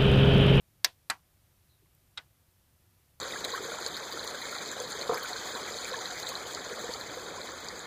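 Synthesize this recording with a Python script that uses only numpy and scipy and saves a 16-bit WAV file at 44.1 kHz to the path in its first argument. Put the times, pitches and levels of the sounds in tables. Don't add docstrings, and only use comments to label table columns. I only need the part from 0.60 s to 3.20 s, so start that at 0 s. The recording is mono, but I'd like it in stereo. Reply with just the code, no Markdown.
import sys
import numpy as np
from scipy import signal
from scipy.fft import rfft, irfft
from scipy.io import wavfile

SR = 44100
rng = np.random.default_rng(int(sys.argv[2]) if len(sys.argv) > 2 else 0)


def digitize_waveform(pressure):
    field = np.atleast_2d(pressure).T
    bounded = np.clip(field, -1, 1)
    quanta = np.round(bounded * 32767).astype(np.int16)
    wavfile.write(sys.argv[1], SR, quanta)


def natural_amplitude(level_db):
    exponent = np.asarray(level_db, float) / 20
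    return 10 ** exponent


N = 114660

# f/Hz, level/dB per Hz
RUMBLE_COLOUR = [(12, -47), (20, -15), (86, -1.5), (145, -7), (219, -18), (369, -18), (416, -25),
                 (448, -23), (700, -27), (910, -48), (1540, -120)]
HISS_COLOUR = [(290, -32.5), (500, -1), (570, -3), (750, -2), (7640, -8), (12900, -3.5), (14900, -6),
               (16000, -22.5)]
# f/Hz, side minus mid/dB
FLOOR_SIDE = [(60, -13.5), (110, -15), (200, -15.5), (380, -8), (700, -6), (1290, -4.5), (2380, -4),
              (4400, -1), (8120, 0.5), (15000, -2.5)]
RUMBLE_DB, RUMBLE_SWAY_DB = -68.5, 0.7
HISS_DB, HISS_SWAY_DB = -69.5, 0.3

# t/s, level/dB, hardness as low-pass f/Hz
PRESS_CONTACTS = [
    (.2430, -48, 15000),
    (.2459, -5, 16000),
    (.2477, -11, 16000),
    (.2488, -13, 12000),
]
RELEASE_CONTACTS = [
    (.4970, -64, 11990),
    (.4991, -12, 2800),
    (.5009, -17, 15000),
    (.5023, -23, 15000),
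    (.5034, -31, 15000),
]
SOFT_CONTACTS = [
    (1.5715, -47, 2000),
    (1.5752, -28.5, 12000),
    (1.5775, -29, 12100),
    (1.5800, -28.5, 12010),
]
# f/Hz, level/dB, t60/s
PRESS_DOME = [(2052, -19.5, .005), (4500, -2.72, 0.0037), (6400, -7, 0.0014), (8016, -14, .006),
              (13180, -12.5, .010)]
RELEASE_DOME = [(1879, -20.5, .008), (3977, -6, 0.017), (7840, -5.5, .010), (11300, -17, 0.0091),
                (14000, -16, .006)]
SOFT_DOME = [(1547, -14.5, 0.044), (3780, -2.3, 0.028), (5190, -21, 0.016), (7450, -20, 0.006),
             (15000, -27, 0.0043)]
# f/Hz, level/dB, t60/s
PRESS_MODES = [(661.4, -11, .05), (755.6, -6, .05), (1010, -15, .09), (1174, -20, .05), (1895, -7, 0.03),
               (3854, -4.5, .05), (4720, -0.5, 0.023), (5346, 3.5, .025)]
RELEASE_MODES = [(650, -25, 0.03), (792, -2.5, 0.05), (919, -10, 0.17), (1100, -12, 0.18),
                 (1364, -16.5, .05), (1500, -26.5, .05), (1570, -7.5, 0.086), (1950, -3.5, 0.077),
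                 (2425, -3.5, 0.052), (4150, -3, .035), (4570, -1, 0.055)]
SOFT_MODES = [(1500, -8, 0.055), (1487, -1.5, 0.11), (2074, -5, 0.07), (2580, -32, 0.055),
              (3340, 5.5, 0.035), (3750, -5, 0.019), (4500, -25, .03)]
PANEL_DB = [-23, -14.5, -17]
# f/Hz, level/dB per Hz
PRESS_SHIVER = [(150, -48.5), (250, -29), (1280, -12), (1910, 3.5), (2710, -13), (5350, 5.5), (6820, -15),
                (13200, -14), (16000, -23.5)]
RELEASE_SHIVER = [(150, -63), (250, -11), (761, -19.5), (860, -6.5), (1790, 2.5), (1910, 4), (2760, -6),
                  (8120, -6.5), (16000, -23)]
SOFT_SHIVER = [(150, -52), (250, -21), (988, -13), (1220, -15), (1470, 2), (1790, -1), (3840, -2.5),
               (4730, -3.5), (16000, -52)]
SHIVER_DB = [6.5, 11, 7.5]
# f/Hz, t60/s
SHIVER_T60 = [(300, .06), (800, .06), (2000, .05), (5000, .035), (14000, .03)]
STRIKE_SPREAD_DB, LONGEST_RING_S, PANEL_LOW_CUT_HZ = -0.5, 0.085, 802

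# t/s, level/dB, f/Hz, t60/s
TOUCHES = [(.2465, -52.5, 185, 0.033), (.2465, -52.5, 63, 0.034), (0.4988, -43, 200, .03),
           (.516, -57.5, 190, .08), (0.4985, -54.5, 79, 0.1), (0.513, -62, 324, 0.13),
           (1.575, -54, 60, .04), (1.577, -68, 323, 0.1), (1.222, -65, 403, 0.093),
           (1.232, -63.5, 333, 0.06), (1.260, -68.5, 2013, .02), (1.260, -68.5, 1080, 0.037),
           (1.3502, -50, 14000, .003), (1.3507, -57, 11070, .003), (2.397, -69.5, 375, 0.071)]

# t/s, energy/dB
ECHOES = [
    (.247, -8),
    (.5005, -6.5),
    (1.576, -18),
]
# f/Hz, level/dB per Hz
PRESS_ECHO = [(120, -40), (200, -10.5), (1300, -5.5), (2210, 0.5), (3250, -13), (3900, 2.5), (4430, -17),
              (16000, -28)]
RELEASE_ECHO = [(120, -42), (200, -17.5), (683, -22), (883, -4.5), (1300, -9), (2330, -11), (3130, -25.5),
                (16000, -40)]
SOFT_ECHO = [(120, -56), (200, -26), (312, -14), (1030, -8.5), (1270, -7.5), (1460, -5.5), (1610, -3.5),
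             (9000, -33.5), (11700, -57), (19800, -120)]
# f/Hz, t60/s
CABIN_T60 = [(300, 0.12), (900, 0.1443), (2000, 0.0932), (5000, 0.18), (14000, 0.14)]
CABIN_BUILD_S, CABIN_SIDE_DB = 0.0098, -23

SQUEAK_S, SQUEAK_LENGTH_S, SQUEAK_DB, SQUEAK_FADE_DB = 1.092, 0.11, -71.5, 12
SQUEAK_HZ, SQUEAK_SAG_HZ_PER_S, SQUEAK_WIDTH_HZ = 4080, 3800, 150


def at_hz(points, hz):
    table_hz, values = np.array(points).T
    return np.interp(np.log(hz + 1e-9), np.log(table_hz), values)


def rms_one(x):
    return x / np.sqrt(np.mean(x ** 2) + 1e-20)


def noise_floor(colour, level_db, sway_db):
    hz = np.fft.rfftfreq(N, 1 / SR)
    mid, side = rfft(rng.standard_normal((2, N))) * natural_amplitude(at_hz(colour, hz))
    side = side * natural_amplitude(at_hz(FLOOR_SIDE, hz))
    noise = rms_one(irfft([mid + side, mid - side], N))
    sway = np.interp(np.arange(N), np.linspace(0, N, num=14), rng.standard_normal(14))
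    return noise * natural_amplitude(level_db + sway_db * sway)


def outside_rumble():
    return noise_floor(RUMBLE_COLOUR, RUMBLE_DB, RUMBLE_SWAY_DB)


def microphone_hiss():
    return noise_floor(HISS_COLOUR, HISS_DB, HISS_SWAY_DB)


def ring(clicks, hz, t60):
    r = natural_amplitude(-60 / (t60 * SR))
    w = 2 * np.pi * hz / SR
    return signal.lfilter([0, np.sin(w)], [1, -2 * r * np.cos(w), r * r], clicks + 1e-18)


def dying_noise(colour, t60s, channels):
    size = SR // 2
    t = np.arange(size) / SR
    edges = 150 * 2 ** np.arange(0, 7.1, 1 / 3)
    white = rng.standard_normal((2, channels, size))
    out = 0
    for k, (low, high) in enumerate(zip(edges, edges[1:])):
        hz = np.sqrt(low * high)
        t60 = at_hz(t60s, hz)
        band = signal.butter(2, [low, high], "band", fs=SR, output="sos")
        noise = signal.sosfilt(band, white[k % 2])
        out = out + noise * natural_amplitude(at_hz(colour, hz) - 60 * t / t60) / np.sqrt(t60)
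    return out / np.sqrt(np.sum(out[0] ** 2))


def snap(contacts, dome, modes, panel_db, shiver, shiver_db):
    size = SR // 2
    click = -signal.unit_impulse(size)
    panel = [(hz, db + panel_db, min(t60, LONGEST_RING_S)) for hz, db, t60 in modes]
    bodies = list(dome) + panel
    ringing, shivering = layers = np.zeros((2, N))
    for s, db, hardness_hz in contacts:
        rings = np.zeros(size)
        for (hz, body_db, t60), chance in zip(bodies, rng.standard_normal(len(bodies))):
            rings += natural_amplitude(body_db + STRIKE_SPREAD_DB * chance) * ring(click, hz, t60)
        fascia = natural_amplitude(shiver_db) * dying_noise(shiver, SHIVER_T60, channels=1)[0]
        soften = signal.butter(2, np.clip(hardness_hz, 200, 19000), fs=SR, output="sos")
        i = int(s * SR)
        layers[:, i:i + size] += natural_amplitude(db) * signal.sosfilt(soften, [rings, fascia])[:, :N - i]
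    low_cut = signal.butter(4, PANEL_LOW_CUT_HZ, "high", fs=SR, output="sos")
    return signal.sosfilt(low_cut, ringing) + shivering


def touches():
    out = np.zeros(N)
    for s, db, hz, t60 in TOUCHES:
        out += natural_amplitude(db) * ring(signal.unit_impulse(N, int(s * SR)), hz, t60)
    return out


def cabin():
    out = np.zeros((2, N))
    for (s, db), colour in zip(ECHOES, [PRESS_ECHO, RELEASE_ECHO, SOFT_ECHO]):
        mid, side = natural_amplitude(db) * dying_noise(colour, CABIN_T60, channels=2)
        side = natural_amplitude(CABIN_SIDE_DB) * side
        build = np.clip(np.arange(len(mid)) / SR / CABIN_BUILD_S, 0, 1)
        i = int(s * SR)
        out[:, i:i + len(mid)] += build * np.array([mid + side, mid - side])
    return out


def squeak():
    t = np.arange(N) / SR - SQUEAK_S
    narrow = signal.butter(2, SQUEAK_WIDTH_HZ, fs=SR, output="sos")
    rough = signal.sosfilt(narrow, rng.standard_normal((2, N)))
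    phase = 2 * np.pi * (SQUEAK_HZ * t - SQUEAK_SAG_HZ_PER_S * t ** 2 / 2)
    tone = rms_one(rough[0] * np.cos(phase) + rough[1] * np.sin(phase))
    fade_in = np.clip(t / 0.0029, 0, 1)
    fade_out = np.clip((SQUEAK_LENGTH_S - t) / 0.018, 0, 1)
    level_db = SQUEAK_DB - SQUEAK_FADE_DB * np.clip(t / SQUEAK_LENGTH_S, 0, 1)
    return tone * fade_in * fade_out * natural_amplitude(level_db)


def scene():
    background = outside_rumble() + microphone_hiss()
    press = snap(PRESS_CONTACTS, PRESS_DOME, PRESS_MODES, PANEL_DB[0], PRESS_SHIVER, SHIVER_DB[0])
    release = snap(RELEASE_CONTACTS, RELEASE_DOME, RELEASE_MODES, PANEL_DB[1], RELEASE_SHIVER, SHIVER_DB[1])
    soft_press = snap(SOFT_CONTACTS, SOFT_DOME, SOFT_MODES, PANEL_DB[2], SOFT_SHIVER, SHIVER_DB[2])
    button = press + release + soft_press
    return background + button + touches() + cabin() + squeak()


def roll_off(x):
    return signal.sosfilt(signal.butter(12, 16460, fs=SR, output="sos"), x)


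def record(dry):
    top_cut = signal.cheby2(10, 60, 16600, fs=SR, output="sos")
    mix = signal.sosfilt(top_cut, dry)
    return roll_off(mix)


dry = scene()
out = record(dry)
digitize_waveform(out)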